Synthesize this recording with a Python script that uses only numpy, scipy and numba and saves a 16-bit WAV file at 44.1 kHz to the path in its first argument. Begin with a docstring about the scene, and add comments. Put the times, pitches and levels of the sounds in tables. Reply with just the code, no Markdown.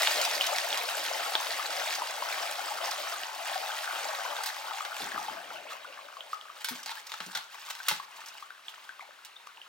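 """Pouring out boiled noodles

Boiled noodles and their water are poured from a wok into a perforated metal tray in a small kitchen.
The stream gurgles and spatters, then thins to a trickle that drips into the vessel below.
The tray is lifted, shaken so that the wet noodles slither, and set down with a clank.
Water is made of many small ringing bubbles and puffs of noise; metal is gritty noise that rings the tray.
"""
import sys
import numpy as np
from scipy import signal
from scipy.fft import rfft, irfft, next_fast_len
from scipy.io import wavfile
from scipy.ndimage import uniform_filter1d
from numba import njit

SR = 44100
rng = np.random.default_rng(int(sys.argv[2]) if len(sys.argv) > 2 else 0)


def int16_out(signal):
    """Quantize to a 16-bit WAV file."""
    q = np.round(np.clip(np.atleast_2d(signal).T, -1, 1) * 32767)
    wavfile.write(sys.argv[1], SR, q.astype(np.int16))


N = 426888
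TIME = np.arange(N) / SR

# Colours of the water sounds, the big bubbles first.
# Each row: frequency in Hz, strength in dB per Hz (only the shape matters).
GURGLE_COLOUR = [(60, -70), (140, -10), (200, -34.5), (290, -16), (390, -16.5), (560, 0.5), (680, 1.5),
                 (900, -8.5), (1600, -40)]
BUBBLING_COLOUR = [(150, -74), (640, -3), (840, 4), (1000, -0.5), (1500, 0.5), (1900, -11.5), (2600, -9.5),
                   (5000, -40)]
SPATTER_COLOUR = [(150, -36.5), (1300, -2), (2100, 2), (3400, 1), (4700, -1), (7000, -7), (11000, -13.5),
                  (15500, -11.5)]
TRICKLE_COLOUR = [(50, -51), (150, -1), (460, -6), (650, -8), (1150, -5.5), (1500, -3), (1900, -7.5),
                  (2800, -3.5), (7000, -27.5)]
SLITHER_COLOUR = [(200, -59), (900, 8.5), (1800, 0.5), (3000, 1.5), (4500, 1.5), (7000, -4.5),
                  (11000, -10.5), (15500, -7)]
# Colours of the slaps and ticks, the metal on its stand, the dull bumps, the low scuffs and the steady hiss.
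# Each row: frequency in Hz, strength in dB per Hz (only the shape matters).
SLAP_COLOUR = [(500, -12), (2500, -4.5), (5500, 5.5), (9000, -8.5), (15500, -14)]
CONTACT_COLOUR = [(80, -46), (420, -10.5), (850, 1), (1400, 6.5), (2400, 1), (4300, 4), (8500, -10.5),
                  (15000, -16)]
BUMP_COLOUR = [(60, -25), (160, 8), (380, 2.5), (900, -15.5)]
SCUFF_COLOUR = [(50, -6), (110, -3), (180, 8), (380, 11), (700, -6), (2000, -43)]
HISS_COLOUR = [(40, -27), (1200, 9), (3500, 5), (12000, -11.5)]
HISS_DB = -55.5

# Strength of the stream leaving the wok. Each row: time in seconds, flow in dB.
FLOW = [(0, -36.5), (0.62, -38), (1.85, -36.5), (2.1, -39), (3.15, -38), (3.31, -42.5), (3.5, -37),
        (4.35, -39), (4.9, -41), (5.25, -39.5), (5.45, -51.5)]
STOP_DB_PER_S = 40  # the stream breaks off once the wok is empty
BARE_DB, COVER_S = 6.5, 0.36  # extra spatter on bare metal, until noodles cover it
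SPATTER_DB_PER_S, PLUNGE_DB_PER_S = 1.17, 2.5  # the growing heap cushions the spatter and the plunge
# Gushes that come with clumps of noodles.
# Each row: start in seconds, length in seconds, spatter in dB, bubbling in dB.
GUSHES = [(0.69, 0.12, -44, -39), (2.18, 0.48, -42.5, -42.5), (2.8, 0.18, -42.5, -40),
          (3.86, 0.43, -45, -40), (4.2, 0.33, -52, -40.5), (4.64, 0.13, -52, -39.5),
          (4.98, 0.088, -39.5, -46)]
# The water held in the heap runs out, then settles to a steady drip.
EMPTY_S, TAKEOVER_S = 5.56, 0.67
RUNOFF_DB, RUNOFF_DB_PER_S, DRIP_DB = -45.5, 13.5, -57
GURGLE_DB, GURGLE_DB_PER_S = -52, 9.5
SETTLE_DB, SETTLE_DB_PER_S = -54.5, 3.5
# Shifts of the heap of noodles.
# Each row: start in seconds, length in seconds, slither in dB, water shaken out in dB.
SLIDES = [(5.5, 0.066, -50.5, -47), (5.695, 0.078, -50.5, -44.5), (6.28, 0.074, -52, -62),
          (6.552, 0.32, -51.5, -54), (6.88, 0.14, -45, -58), (7.04, 0.42, -50.5, -55),
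          (7.5, 0.17, -50, -49.5), (7.638, 0.12, -45.5, -47.5), (7.764, 0.29, -45, -51),
          (8.08, 0.4, -54, -51), (8.65, 0.28, -58, -54.5)]
SWELL_PEAK, SWELL_CURVE = 0.28, 0.46  # share of a gush or slide spent speeding up; steepness of its flanks

# Single drops that trap a ringing bubble. Each row: time in seconds, peak in dB, pitch in Hz.
DROPS = [(0.031, -20, 2160), (0.073, -12, 3250), (.41, -10.5, 2900), (0.728, -15.5, 3200),
         (1.353, -9.5, 3330), (1.507, -21, 4280), (2.019, -20.5, 940), (2.223, -21.5, 940),
         (3.234, -22.5, 2820), (3.557, -22.5, 723), (3.876, -25, 1550), (4.806, -23, 1200),
         (5.118, -25.5, 1650), (5.144, -26, 1640), (5.178, -22, 1210), (5.283, -24, 840), (5.522, -33, 900),
         (5.721, -30, 1180), (5.846, -34, 1110), (5.989, -34, 1100), (6.168, -32.5, 1080),
         (6.207, -28, 3160), (6.331, -22, 1210), (6.412, -32, 3120), (6.454, -35.5, 1120),
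         (6.5, -33.5, 1210), (7.802, -30.5, 1480), (7.882, -22.5, 1460), (7.999, -28, 1084),
         (8.382, -35, 2880), (8.425, -30.5, 1140), (8.505, -32, 1460), (8.683, -27, 3300),
         (8.892, -30, 1470), (8.994, -34.5, 1140), (9.471, -35, 1110), (9.573, -36, 2740),
         (9.616, -32, 2860)]
# Short sharp slaps and ticks of water, noodles or tray. Each row: time in seconds, level in dB.
SLAPS = [(0.214, -21.5), (0.466, -22.5), (0.774, -26.5), (1.952, -29), (2.911, -26.5), (6.831, -37),
         (7.069, -38), (7.263, -37), (8.26, -40), (8.285, -39), (9.469, -47)]
SLAP_RISE_S, SLAP_FALL_S = 0.0001, 0.0053

# Metal knocks of wok, tray and handles.
# Each row: time in seconds, level in dB, brightness in dB per octave, contact length in seconds.
KNOCKS = [(4.435, -27.5, 4.5, 0.0046), (4.459, -32, 5.5, 0.022), (4.85, -27.5, -2, 0.0027),
          (6.645, -21, 3.5, 0.0015), (6.686, -23.5, 1.5, 0.002), (6.689, -32, 10, 0.0083),
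          (6.86, -29.5, 2, 0.0027), (7.118, -29, -0.5, 0.0018), (7.139, -34, 0, 0.0036),
          (7.203, -28, -4.5, 0.0034), (7.35, -29.5, 0, 0.013), (7.371, -29, 2.5, 0.0041),
          (7.751, -32.5, 2, 0.002), (7.884, -12, 4, 0.0028), (7.912, -22, -1.5, 0.0031),
          (9.248, -41.5, 3.5, 0.0091)]
# Strokes of the tray scraping over its stand. Each row: start in seconds, length in seconds, grit in dB,
# squeak in dB, squeak at the start in Hz, squeak at the end in Hz.
SCRAPES = [(6.872, 0.077, -39, -46, 840, 860), (6.961, 0.055, -61, -46, 1500, 2320),
           (7.325, 0.094, -45.5, -44, 860, 780), (9.003, 0.038, -52, -44.5, 2270, 2100),
           (9.009, 0.105, -71, -50.5, 850, 530), (9.355, 0.035, -68, -46, 3500, 3800)]
SCRAPE_RISE_S, SCRAPE_RELEASE_S, SCRAPE_FADE_DB = 0.0056, 0.016, -9
# Ringing modes of the tray. Each row: frequency in Hz, strength in dB.
TRAY_MODES = [(863, 4), (1459, 0.5), (2137, 2), (2676, -5), (2800, -4), (3386, -2), (3595, 2), (4054, -3),
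              (4366, -4), (4834, -28), (6000, -3)]
TRAY_T60, TRAY_DAMPING = 0.068, 0.15  # seconds to fall 60 dB at 1 kHz; how much faster higher modes die
# Dull bumps of the tray on its stand and of the wok put aside.
# Each row: time in seconds, level in dB, pitch in Hz.
BUMPS = [(5.001, -41, 440), (6.708, -35.5, 247), (7.2, -47, 176), (7.26, -40.5, 182), (7.356, -53, 149),
         (7.913, -39.5, 156)]
# Low scuffs as the wok is put aside. Each row: time in seconds, level in dB.
SCUFFS = [(5.001, -51.5), (5.14, -58), (5.3, -60.5), (5.46, -64)]
SCUFF_RISE_S, SCUFF_T60 = 0.004, 0.89

# How long the room rings. Each row: frequency in Hz, seconds to fall 60 dB.
ROOM_T60 = [(150, 0.59), (3000, 0.32), (15000, 0.11)]
# Loudness of the left side against the right. Each row: frequency in Hz, left minus right in dB.
BALANCE = [(100, 0.5), (350, 8), (700, 6), (1290, 5), (4400, -2), (8100, -3.5), (15000, -2)]
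# Phase of the left side against the right. Each row: frequency in Hz, lead of the left in radians.
LEAD = [(80, 0.081), (430, 0.81), (7500, 1), (12000, 0.16)]
EDGE_HZ = 16050  # the sound stops around here


def amp(db):
    """Turns decibels into gain."""
    return 10 ** (np.asarray(db) / 20)


def evened(x):
    """Scales a sound to an average (rms) level of 1."""
    return x / np.sqrt(np.mean(x ** 2) + 1e-20)


def read(points, hz):
    """Reads a table between its rows, along log frequency."""
    f, value = np.transpose(points)
    return np.interp(np.log(hz + 1), np.log(f + 1), value)


def coloured(x, spectrum):
    """Filters x by a colour table and sets it to rms 1."""
    size = next_fast_len(len(x) + 2048, True)
    gain = amp(read(spectrum, np.fft.rfftfreq(size, 1 / SR)))
    return evened(irfft(rfft(x, size) * gain, size)[:len(x)])


def no_bass(x, hz, order):
    """High-pass: small or thin things give off little bass."""
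    return signal.sosfilt(signal.butter(order, hz, "high", fs=SR, output="sos"), x)


def add(mix, s, sound):
    """Mixes a sound in at time s."""
    part = mix[max(round(s * SR), 0):][:len(sound)]
    part += sound[:len(part)]


def surges(per_s, depth_db):
    """Water arrives in uneven clumps: a gain that wanders between random levels."""
    return amp(depth_db * np.interp(TIME * per_s, np.arange(4096), rng.standard_normal(4096)))


def swells(rows):
    """Two gains, one per dB column: each moving mass speeds up, then slows to rest."""
    power = np.zeros((2, N))
    for s, length, first_db, second_db in rows:
        speed = np.interp((TIME - s) / length, [0, SWELL_PEAK, 1], [0, 1, 0])
        shape = np.sin(np.pi / 2 * speed) ** SWELL_CURVE
        power += (amp([[first_db], [second_db]]) * shape) ** 2
    return np.sqrt(power)


def hiss():
    """A steady, smooth background hiss: noise partly shared by both ears."""
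    shared = rng.standard_normal(N)
    ears = [coloured(shared + .5 * own, HISS_COLOUR) for own in rng.standard_normal((2, N))]
    return amp(HISS_DB) * np.array(ears)


def echoes(near_db=-6, near_t60=0.063, far_db=-11):
    """Quick echoes inside the vessel and a short tail from the tin walls, different at each ear."""
    hz, t, z = signal.stft(rng.standard_normal((2, SR // 3)), SR, nperseg=256)
    fading = z * amp(-60 * t / read(ROOM_T60, hz)[:, None])
    far = signal.istft(fading, SR, nperseg=256)[1]
    t = np.arange(far.shape[1]) / SR
    far = far * np.clip(t / 0.019, 0, 1)  # the tail builds up over 19 ms
    near = rng.standard_normal(far.shape) * amp(-60 * t / near_t60)
    near = amp(near_db) * near / np.linalg.norm(near[0])
    far = amp(far_db) * far / np.linalg.norm(far[0])
    return no_bass(near + far, 750, order=1)  # long waves are hardly scattered


def kitchen(x, count=8, hops_per_s=35):
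    """The sounds come now from here, now from there, and each spot has its own echoes."""
    spot = np.cumsum(surges(per_s=10, depth_db=4)) * hops_per_s / SR
    out = np.array([x, x])  # the direct sound
    for k in range(count):
        # each spot fades in and out as the wandering position passes it
        share = np.cos(np.pi / 2 * np.minimum(abs((spot - k) % count - 1), 1))
        out = out + signal.oaconvolve((x * share)[None], echoes(), axes=1)[:, :N]
    return out


def shuffle():
    """Low, uneven scuffs of noise that start quickly and fade."""
    push, t = np.zeros(N), np.arange(SR) / SR
    for s, db in SCUFFS:
        add(push, s, np.minimum(t / SCUFF_RISE_S, 1) * amp(db - 60 * t / SCUFF_T60))
    return coloured(rng.standard_normal(N), SCUFF_COLOUR) * push * surges(per_s=19, depth_db=2.0)


def bumps(attack_s=0.0031, t60=0.15, thud_db=-4):
    """A heavy thing lands softly: one damped low tone and a puff of dull noise."""
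    out, t = np.zeros(N), np.arange(SR // 3) / SR
    for s, db, hz in BUMPS:
        thud = amp(thud_db) * coloured(rng.standard_normal(len(t)), BUMP_COLOUR)
        shape = (1 - np.exp(-t / attack_s)) ** 2 * amp(db - 60 * t / t60)
        add(out, s, shape * (np.sin(2 * np.pi * hz * t) + thud))
    return no_bass(out, 100, order=2)


def splats(per_s, spread_db, burst_s):
    """Droplets bursting on wet surfaces, or tiny jerks: very short puffs of noise at random times."""
    hit, big, noise = rng.random(N), rng.random(N), rng.standard_normal(N)
    power = (hit < per_s / SR) * amp(-spread_db * np.log(big + 0.012)) ** 2
    fading = signal.lfilter([1], [1, -np.exp(-1 / (burst_s * SR))], power)
    return evened(noise * np.sqrt(fading + 1e-12))


def ring(modes, pair_hz=130):
    """The tray's ring after a tap, energy 1: it is not quite round, so each mode is a beating pair."""
    t = np.arange(SR // 3) / SR
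    fall_db = 60 * t / TRAY_T60
    out = np.zeros(len(t))
    for hz, db in modes + modes:
        pitch = hz + pair_hz * (rng.random() - .5)  # drawn anew on each call: it moves with the load
        tone = np.sin(2 * np.pi * (pitch * t + rng.random()))
        out += amp(db - fall_db * (hz / 1000) ** TRAY_DAMPING) * tone
    return out / np.linalg.norm(out)


def resonate(x, hz, width_hz):
    """A resonance that follows the curve hz, at rms 1."""
    turn = np.exp(2j * np.pi * np.cumsum(hz) / SR)
    r = np.exp(-np.pi * width_hz / SR)
    return evened((turn * signal.lfilter([1 - r], [1, -r], x / turn)).real)


def scrapes(squeak_width_hz=260, ring_db=-9):
    """The rim catches and slips in jerks that ring the tray and a squeak gliding with the contact point."""
    out, slips = np.zeros(N), splats(per_s=400, spread_db=2, burst_s=0.0011)
    for s, length, grit_db, squeak_db, from_hz, to_hz in SCRAPES:
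        t = np.arange(round(length * SR)) / SR
        grit = coloured(slips[round(s * SR):][:len(t)], CONTACT_COLOUR)
        pitch = from_hz + (to_hz - from_hz) * t / length
        squeak = resonate(resonate(grit, pitch, squeak_width_hz), pitch, squeak_width_hz)
        push = np.clip(np.minimum(t / SCRAPE_RISE_S, (length - t) / SCRAPE_RELEASE_S), 0, 1)
        push = push * amp(SCRAPE_FADE_DB * t / length)
        add(out, s, push * (amp(grit_db) * grit + amp(squeak_db) * squeak))
        add(out, s, amp(grit_db + ring_db) * signal.fftconvolve(push * grit, ring(TRAY_MODES)))
    return out


def knocks(pivot_hz=3000, rattle_db=-16, rattle_t60=0.19, chatter_db=4, ring_db=-12):
    """A gritty crack and a dense rattle, heard directly and through the modes of the noodle-damped tray."""
    out, t = np.zeros(N), np.arange(SR // 4) / SR
    for s, db, bright, length in KNOCKS:
        # brightness tilts the colour around the pivot, down to 1 kHz
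        colour = [(hz, d + bright * np.log2(max(hz, 1000) / pivot_hz)) for hz, d in CONTACT_COLOUR]
        grit = coloured(rng.standard_normal(len(t)), colour)
        chatter = chatter_db * evened(uniform_filter1d(rng.standard_normal(len(t)), size=50))
        crack = np.exp(-t / length)
        rattle = amp(rattle_db + chatter - 60 * t / rattle_t60)
        onset = 1 - np.exp(-t / 0.00035)
        blow = amp(db) * grit * (crack + rattle) * onset
        add(out, s, blow)
        add(out, s, amp(ring_db) * signal.fftconvolve(blow, ring(TRAY_MODES)))
    return no_bass(out, 310, order=2)


def slaps():
    """Short sharp slaps and ticks of water, noodles or tray: one puff of noise each."""
    out, t = np.zeros(N), np.arange(SR // 30) / SR
    shape = (1 - np.exp(-t / SLAP_RISE_S)) * np.exp(-t / SLAP_FALL_S)
    for s, db in SLAPS:
        add(out, s, amp(db) * shape * coloured(rng.standard_normal(len(t)), SLAP_COLOUR))
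    return no_bass(out, 900, order=2)


def drops(churned_cycles=2.8, calm_cycles=7.7, growth=0.65, rise=0.0084, splash_db=-6, splash_s=0.00079):
    """A small splash and one bubble each, cut short while the pool churns; later, strong drops ring longest."""
    out, t = np.zeros(N), np.arange(SR // 10) / SR
    for s, db, hz in DROPS:
        turns = hz * t
        calm = calm_cycles * amp(growth * (db + 19.5))
        # the water calms between 4.8 and 6 s; high drops ring for fewer cycles
        cycles = np.interp(s, [4.8, 6], [churned_cycles, calm]) * (hz / 1000) ** -.35
        shape = np.exp(-turns / cycles) * (1 - np.exp(-turns)) ** 2
        tone = np.sin(2 * np.pi * turns * (1 + rise * turns / cycles))  # the pitch glides up
        add(out, s, amp(db) * shape / shape.max() * tone)
        splash = np.exp(-t / splash_s) * coloured(rng.standard_normal(len(t)), TRICKLE_COLOUR)
        add(out, s, amp(db + splash_db) * splash)
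    return no_bass(out, 700, order=2)


@njit
def sum_bubbles(length, starts, pitch, sizes, cycles, rise):
    """Each bubble swells within a cycle, rings down and glides up; pitch is in cycles a sample."""
    out = np.zeros(length)
    for k in range(len(starts)):
        step = np.exp(pitch[k] * (2j * np.pi - 1 / cycles[k]))
        glide = np.exp(4j * np.pi * rise * pitch[k] ** 2 / cycles[k])
        wave, closed, opening = sizes[k] + 0j, 1., np.exp(-pitch[k])
        for i in range(starts[k], min(starts[k] + int(6 * cycles[k] / pitch[k]), length)):
            out[i] += (1 - closed) * wave.imag
            wave, step, closed = wave * step, step * glide, closed * opening
    return out


def bubbles(count, low_hz, high_hz, cycles, spread_db, rise=0.014):
    """A cloud of bubbles of random pitch and size, evenly spread in log pitch, the high ones made larger."""
    when, which, big, damping, sign = rng.random((count, 5)).T
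    hz = low_hz * (high_hz / low_hz) ** which
    sizes = hz * amp(-spread_db * np.log(big + .02)) * np.sign(sign - .5)
    starts = (when * N).astype(np.int64)
    return evened(sum_bubbles(N, starts, hz / SR, sizes, cycles * (.5 + damping), float(rise)))


def runoff(db, db_per_s):
    """Gain of a sound that takes over as the pour ends and dies away as the heap empties."""
    since = TIME - EMPTY_S
    return np.clip(1 + since / TAKEOVER_S, 0, 1) * amp(db - db_per_s * np.maximum(since, 0))


def drain(slither_db=1.2, plop_db=-2.5, tick_db=-3):
    """Threads and plops fall through the holes; noodles fizz softly at rest and tick unstuck as they slide."""
    threads = bubbles(count=9000, low_hz=615, high_hz=4240, cycles=4.6, spread_db=2.5)
    plops = amp(plop_db) * bubbles(count=300, low_hz=843, high_hz=1740, cycles=2.25, spread_db=0.5)
    fizz = bubbles(count=9000, low_hz=1520, high_hz=9200, cycles=1.9, spread_db=3)
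    fizz = evened(fizz + amp(3.5) * rng.standard_normal(N))
    ticks = amp(tick_db) * splats(per_s=140, spread_db=3.5, burst_s=0.00041)
    smacks = fizz * surges(per_s=82, depth_db=6) + ticks
    sliding, shed = swells(SLIDES)
    emptying, dripping = runoff(RUNOFF_DB, RUNOFF_DB_PER_S), runoff(DRIP_DB, 0)
    water = np.linalg.norm([emptying, dripping, shed], axis=0)
    resting = coloured(fizz, SLITHER_COLOUR) * runoff(SETTLE_DB, SETTLE_DB_PER_S)
    slither = coloured(smacks, SLITHER_COLOUR) * amp(slither_db) * sliding
    return coloured(threads + plops, TRICKLE_COLOUR) * water + resting + slither


def flow():
    """Gain of the stream over time."""
    s, db = np.transpose(FLOW)
    return amp(np.interp(TIME, s, db) - STOP_DB_PER_S * np.maximum(TIME - s[-1], 0))


def pour(plunge_db=-1.0, bubbling_db=-2.05, spatter_db=3, glug_db=-3):
    """The stream drives bubbles into the pool over a rush of foam; lumps of water glug in and throw spatter."""
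    deep = bubbles(count=4000, low_hz=213.6, high_hz=1006, cycles=3.5, spread_db=1.0)
    middle = bubbles(count=7000, low_hz=587.0, high_hz=3000, cycles=2.2, spread_db=2.8)
    foam = amp(2.5) * rng.standard_normal(N)
    glugs = amp(glug_db) * bubbles(count=550, low_hz=617, high_hz=1914, cycles=2.1, spread_db=1.5)
    churn = (middle + foam + glugs) * surges(per_s=49, depth_db=0.97)
    fine = bubbles(count=15000, low_hz=1434, high_hz=12000, cycles=3.1, spread_db=5.5)
    mist = amp(3.5) * rng.standard_normal(N)
    ticks = splats(per_s=320, spread_db=4.0, burst_s=0.00013)
    spray = (fine + mist + ticks) * surges(per_s=40, depth_db=1.36)

    # gains over time
    stream = flow()
    gush_spray, gush_bubbles = swells(GUSHES)
    bubbling = np.hypot(stream * amp(bubbling_db), gush_bubbles)
    cushioned = bubbling * amp(plunge_db - PLUNGE_DB_PER_S * TIME)
    plunge = np.hypot(cushioned, runoff(GURGLE_DB, GURGLE_DB_PER_S))
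    bare_db = BARE_DB * np.exp(-TIME / COVER_S)
    spatter = np.hypot(stream * amp(spatter_db + bare_db - SPATTER_DB_PER_S * TIME), gush_spray)

    gurgle = coloured(deep, GURGLE_COLOUR) * surges(per_s=16, depth_db=2.3) * plunge
    return gurgle + coloured(churn, BUBBLING_COLOUR) * bubbling + coloured(spray, SPATTER_COLOUR) * spatter


def scene():
    """All sources in the kitchen, picked up by two close microphone ports."""
    metal = shuffle() + bumps() + scrapes() + knocks()
    water = drops() + drain() + pour()
    wet = kitchen(metal + slaps() + water) + hiss()
    size = next_fast_len(N + 2048, True)
    hz = np.fft.rfftfreq(size, 1 / SR)
    side = np.array([[.5], [-.5]])  # left and right each take half of the difference
    ports = amp(side * read(BALANCE, hz)) * np.exp(1j * side * read(LEAD, hz))
    return amp(-1.3) * irfft(rfft(wet, size) * ports, size)[:, :N]


def record(dry):
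    """Low-pass: removes the very highest treble."""
    low_pass = signal.firwin(511, EDGE_HZ, window=("kaiser", 9), fs=SR)
    return signal.oaconvolve(dry, low_pass[None], "same")


dry = scene()
out = record(dry)
int16_out(out)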